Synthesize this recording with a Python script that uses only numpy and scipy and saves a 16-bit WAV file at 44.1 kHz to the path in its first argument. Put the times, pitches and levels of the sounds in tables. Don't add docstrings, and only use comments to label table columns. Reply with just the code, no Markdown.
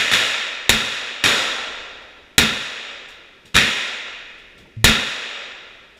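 import sys
import numpy as np
from scipy import signal
from scipy.fft import rfft, irfft
from scipy.io import wavfile
from scipy.ndimage import uniform_filter1d

SR = 44100
rng = np.random.default_rng(int(sys.argv[2]) if len(sys.argv) > 2 else 0)


def wav_out(sig):
    wavfile.write(sys.argv[1], SR, np.round(np.clip(np.atleast_2d(sig).T, -1, 1) * 32767).astype(np.int16))


N = 264314
SIZE = 2 * SR
T = np.arange(SIZE) / SR
HZ = np.fft.rfftfreq(SIZE, 1 / SR)


def amp(db):
    return 10 ** (np.asarray(db) / 20)

def unit(x):
    return x / np.sqrt(np.mean(x ** 2))

def curve(points, hz):
    f, value = np.transpose(points)
    return np.interp(np.log(hz + 1), np.log(f), value)

def add(mix, s, sound):
    at = round(s * SR)
    sound = sound[max(-at, 0):]
    part = mix[max(at, 0):][:len(sound)]
    part += sound[:len(part)]

def resonances(bands):
    return sum(db * np.exp(-2 * ((HZ - hz) / width) ** 2) for hz, width, db in bands)

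def diffuse(spectrum, colour_db):
    gain = amp(curve(spectrum, HZ) + colour_db)
    return unit(irfft(rfft(rng.standard_normal(SIZE)) * gain, SIZE))

def absorb(x, t60s):
    hz, t, bins = signal.stft(x, SR, nperseg=512)
    fade = np.exp(-np.log(1000) * t / curve(t60s, hz)[:, None])
    return signal.istft(bins * fade, SR, nperseg=512)[1][:SIZE]

def build_up(rise_s):
    return np.sqrt(1 - np.exp(-T / rise_s))

def burst(decay_s, rise_s=0.00086):
    return (1 - np.exp(-T / rise_s)) * np.exp(-T / decay_s)

def bunching(depth_db, length_s):
    return amp(depth_db * unit(uniform_filter1d(rng.standard_normal(SIZE), int(length_s * SR))))

def echoes(sound, paths):
    out = np.zeros(SIZE)
    for delay, db in paths:
        add(out, delay, amp(db) * sound)
    return out

def ringing(modes):
    return sum(np.sin(2 * np.pi * hz * T) * amp(db) * np.exp(-np.log(1000) * T / t60)
               for hz, db, t60 in modes)

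def waver(top_hz, count=12):
    t = np.arange(0, N / SR + .1, .02)
    rates = top_hz * np.arange(1, count + 1) / count
    swell = sum(np.sin(2 * np.pi * (hz * t + rng.random())) for hz in rates)
    return np.interp(np.arange(N) / SR, t, unit(swell))


# (frequency [Hz], relative level [dB])
AIRFLOW_SPECTRUM = [(20, -14), (45, -11), (100, -8.5), (160, -9), (400, -2.5), (900, -25), (2500, -25),
                    (5000, -23), (9000, -35), (11500, -37.5), (15000, -44)]
RUMBLE_SPECTRUM = [(15, -8.5), (30, 2.5), (45, -6.5), (70, -4), (130, -24), (600, -70)]
def ventilation():
    hz = np.fft.rfftfreq(N, 1 / SR)
    hiss, rumble = (unit(irfft(rfft(rng.standard_normal(N)) * amp(curve(spectrum, hz)), N))
                    for spectrum in (AIRFLOW_SPECTRUM, RUMBLE_SPECTRUM))
    return amp(-56.5) * hiss + amp(-61.5 + 3 * waver(top_hz=.8)) * rumble


# (frequency [Hz], width [Hz], gain [dB])
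CASE_BANDS = [(503, 202, 5.5), (1373, 114, 6.5), (1820, 280, 4.5), (2507, 120, 4), (2870, 94, 3),
              (3070, 330, -3.5), (3350, 170, 2.5), (3727, 220, 6), (3880, 71, 1), (4620, 150, -3.5),
              (4870, 140, 2), (5640, 180, 4.5), (6230, 280, -3.5), (6840, 490, 4), (7600, 450, 1.5),
              (8500, 440, -4), (10340, 520, 3.5)]
def cased_noise(spectrum, colour_db=0):
    return diffuse(spectrum, resonances(CASE_BANDS) + colour_db)


# (frequency [Hz], relative level [dB])
DULL_SPECTRUM = [(20, -17), (45, -1.5), (110, -4.5), (220, -2.5), (330, -10.5), (600, -15.5), (1500, -37),
                 (6000, -77.5)]
# (frequency [Hz], width [Hz], gain [dB])
ROOM_MODES = [(71.5, 20, 9.5), (106, 20, 1), (137, 24, 13.5), (170, 16, -0.5), (218, 42, 9), (416, 21, 6)]
# (frequency [Hz], t60 [s])
BOOM_DECAY = [(40, 0.14), (110, 0.35), (220, 0.5), (600, 0.97)]
def boom(rise_s, tilt_db_per_octave):
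    tilt_db = tilt_db_per_octave * np.log2(np.clip(HZ, 30, 160) / 160)
    field = diffuse(DULL_SPECTRUM, resonances(ROOM_MODES) + tilt_db)
    return absorb(field, BOOM_DECAY) * build_up(rise_s)


# (frequency [Hz], t60 [s])
AREA_SPECTRUM = [(60, -11), (250, -6.5), (700, -10), (1100, -7.5), (1700, -1.5), (3500, 1), (4600, -7.5),
                 (7000, -11.5), (9000, -15.5), (15000, -28)]
AREA_DECAY = [(100, 0.36), (1000, 0.58), (3000, 0.55), (8000, 0.3), (15000, 0.32)]
def area_clatter(rise_s, colour_db):
    field = absorb(cased_noise(AREA_SPECTRUM, colour_db), AREA_DECAY)
    return field * build_up(rise_s) * bunching(depth_db=1, length_s=.005)


# (frequency [Hz], t60 [s])
TUNNEL_SPECTRUM = [(30, -47), (70, -11), (150, -40.5), (230, -5), (320, -12), (520, -7.5), (800, -6.5),
                   (1100, -5), (1700, 0), (3400, 3.5), (4500, -5.5), (6800, -9), (8300, -12),
                   (15000, -25.5)]
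TUNNEL_DECAY = [(60, 0.98), (250, 1.6), (550, 2.065), (1400, 1.806), (2500, 1.914), (3700, 1.578),
                (6800, 1.208), (10000, 0.82), (15000, 0.64)]
def tunnel_roll(rise_s, colour_db):
    field = absorb(cased_noise(TUNNEL_SPECTRUM, colour_db), TUNNEL_DECAY)
    far_end_swell = amp(0.68 * np.exp(-((T - .6) / .07) ** 2))
    return field * build_up(rise_s) * bunching(depth_db=-0.1, length_s=0.0079) * far_end_swell


# (time [s], level [dB])
CLINK_EVENTS = [(2.019, -62), (3.084, -44.5), (3.454, -46.5), (4.381, -56), (4.579, -49), (5.97, -53)]
# (frequency [Hz], relative level [dB], t60 [s])
PING_MODES = [(8250, -7, 0.032)]
# (frequency [Hz], relative level [dB])
METAL_SPECTRUM = [(500, -25), (3000, 11), (6500, -2.5), (8500, -4), (10000, -11), (15000, -14)]
def clinks():
    out = np.zeros(N)
    for s, db in CLINK_EVENTS:
        rattle = unit(cased_noise(METAL_SPECTRUM) * bunching(depth_db=1, length_s=.003))
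        add(out, s, amp(db) * (ringing(PING_MODES) + rattle * burst(decay_s=0.044, rise_s=0.0022)))
    return out


# (time [s], level [dB])
RUB_EVENTS = [(3.43, -47), (4.531, -49), (4.58, -42.5), (4.645, -46)]
def rubs():
    out = np.zeros(N)
    for s, db in RUB_EVENTS:
        add(out, s, amp(db) * cased_noise(DULL_SPECTRUM) * burst(decay_s=0.054, rise_s=0.017))
    return out


# (time [s], level [dB], frequency [Hz])
TAP_EVENTS = [(4.655, -45, 905), (5.965, -46, 630)]
def taps():
    out = np.zeros(N)
    for s, db, hz in TAP_EVENTS:
        add(out, s, amp(db) * np.sin(2 * np.pi * hz * T) * burst(decay_s=0.0082, rise_s=0.0011))
    return out


# (frequency [Hz], relative level [dB], t60 [s])
PANEL_MODES = [(111, 0.5, 0.67), (129, -27, .3), (218, -14.5, 0.52)]
def booth_panel(db, rise_s):
    return amp(db) * ringing(PANEL_MODES) * build_up(rise_s)

def thump():
    out = np.zeros(N)
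    add(out, 4.767, booth_panel(db=-24.5, rise_s=0.0046))
    return out


def pressure_push(length_s, top_hz):
    band = signal.butter(2, [30, top_hz], "band", fs=SR, output="sos")
    t = T[:SR // 4]
    wave = signal.sosfilt(band, (1 - t / length_s) * np.exp(-t / length_s))
    return wave / abs(wave).max()


BODY_BAND, BITE_BAND = (730, 1400), (2200, 1200)
# (time [s], direct [dB], slap [dB], firing area [dB], boom [dB],
# boom tilt [dB/octave], tunnel [dB], tunnel build-up [s], body [dB], bite [dB])
OTHER_LANE_SHOTS = [(-.11, -12, -6, -8.5, -25.5, -1, -12.5, 0.12, -1.5, 2.5),
                    (.114, -12, -5, -13, -31.5, 6, -14.5, 0.1, -1, 0.5),
                    (1.2382, -6.5, -7, -11.5, -25, 6.5, -13.5, 0.071, 3, -2),
                    (3.543, -19.5, 4, -5.5, -13.5, -0.5, -14, .049, -1, 2)]
def far_rifles(crossing_s=0.01055, crossing_loss_db=5, spill_s=0.0085):
    paths = [(crossing_s, -10)] + [((k + 2) * crossing_s, -k * crossing_loss_db) for k in range(4)]
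    slaps = echoes(burst(decay_s=0.0039), paths)
    push = echoes(pressure_push(length_s=0.00035, top_hz=190), [(k * crossing_s, 0) for k in (1, 2, 3)])
    panel = booth_panel(db=-36, rise_s=0.024)
    spill = 1 - np.exp(-T / spill_s)
    out = np.zeros(N)
    for shot in OTHER_LANE_SHOTS:
        s, direct_db, slap_db, area_db, boom_db, tilt, tunnel_db, tunnel_rise_s, body_db, bite_db = shot
        colour_db = resonances([(*BODY_BAND, body_db), (*BITE_BAND, bite_db)])
        room = (amp(area_db) * area_clatter(0.028, colour_db)
                + amp(boom_db) * boom(0.01, tilt)
                + amp(tunnel_db) * tunnel_roll(tunnel_rise_s, colour_db))
        arrivals = amp(direct_db) * burst(decay_s=0.0096) + amp(slap_db) * slaps
        crack = cased_noise(AREA_SPECTRUM, resonances([(*BITE_BAND, 3)])) * arrivals
        add(out, s, crack + amp(boom_db) * push + spill * room + panel)
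    return out


def booth_paths(loss_db, rear_db, count, round_trip_s=.0078, rear_wall_s=.0525):
    return [(k * round_trip_s, -k * loss_db) for k in range(count)] + [(rear_wall_s, rear_db)]


# (frequency [Hz], relative level [dB])
CRACK_SPECTRUM = [(40, -15.5), (250, 0), (600, -7.5), (850, 5), (1100, -10), (1900, 3.5), (2900, 1),
                  (3600, 6), (4200, 2), (5200, -9), (6800, -2.5), (9000, -9), (15000, -14.5)]
# (time [s], crack [dB], rear-wall slap [dB re crack], push [dB], push length [s],
# firing area [dB], boom [dB], tunnel [dB])
BOOTH_SHOTS = [(0.6933, 9, -24, -10.5, 0.0068, -7, -17.5, -14.5),
               (2.3805, 12.5, -24, -4.5, 0.00059, -3.5, -10.5, -15.5),
               (4.8423, 14, -18, 3.5, 0.0045, 0, -8, -12.5)]
def near_rifle():
    colour_db = resonances([(*BITE_BAND, -.7)])
    room = np.array([area_clatter(0.017, colour_db),
                     boom(.014, tilt_db_per_octave=-4),
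                     tunnel_roll(0.14, colour_db)])
    panel = booth_panel(db=-29, rise_s=.02)
    blast = burst(decay_s=0.0032, rise_s=0.00066)
    out = np.zeros(N)
    for s, crack_db, rear_db, push_db, push_s, *room_db in BOOTH_SHOTS:
        arrivals = echoes(blast, booth_paths(loss_db=7.5, rear_db=rear_db, count=5))
        crack = cased_noise(CRACK_SPECTRUM) * arrivals
        push = echoes(pressure_push(push_s, top_hz=263.3), booth_paths(loss_db=8, rear_db=-8, count=2))
        add(out, s, amp(crack_db) * crack + amp(push_db) * push + amp(room_db) @ room + panel)
    return out


def scene():
    return (near_rifle() + far_rifles() + clinks() + rubs() + taps() + thump() + ventilation())[None]

def gain_control(x, threshold_db=-11, share=0.5, recovery_db_per_s=13):
    power_db = 10 * np.log10(abs(uniform_filter1d(x ** 2, size=700)) + 1e-9)
    excess_db = share * np.maximum(power_db - threshold_db, 0)
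    recovered_db = recovery_db_per_s * np.arange(N) / SR
    cut_db = np.maximum.accumulate(excess_db + recovered_db, axis=-1) - recovered_db
    return x * amp(-uniform_filter1d(cut_db, size=200))

def record(dry, ceiling=0.89, band_limit_hz=15600):
    ducked = gain_control(dry)
    clipped = ducked / (1 + (ducked / ceiling) ** 6) ** (1 / 6)
    low_pass = signal.firwin(511, band_limit_hz, window=("kaiser", 8), fs=SR)
    return signal.oaconvolve(clipped, low_pass[None], "same")


dry = scene()
out = record(dry)
wav_out(out)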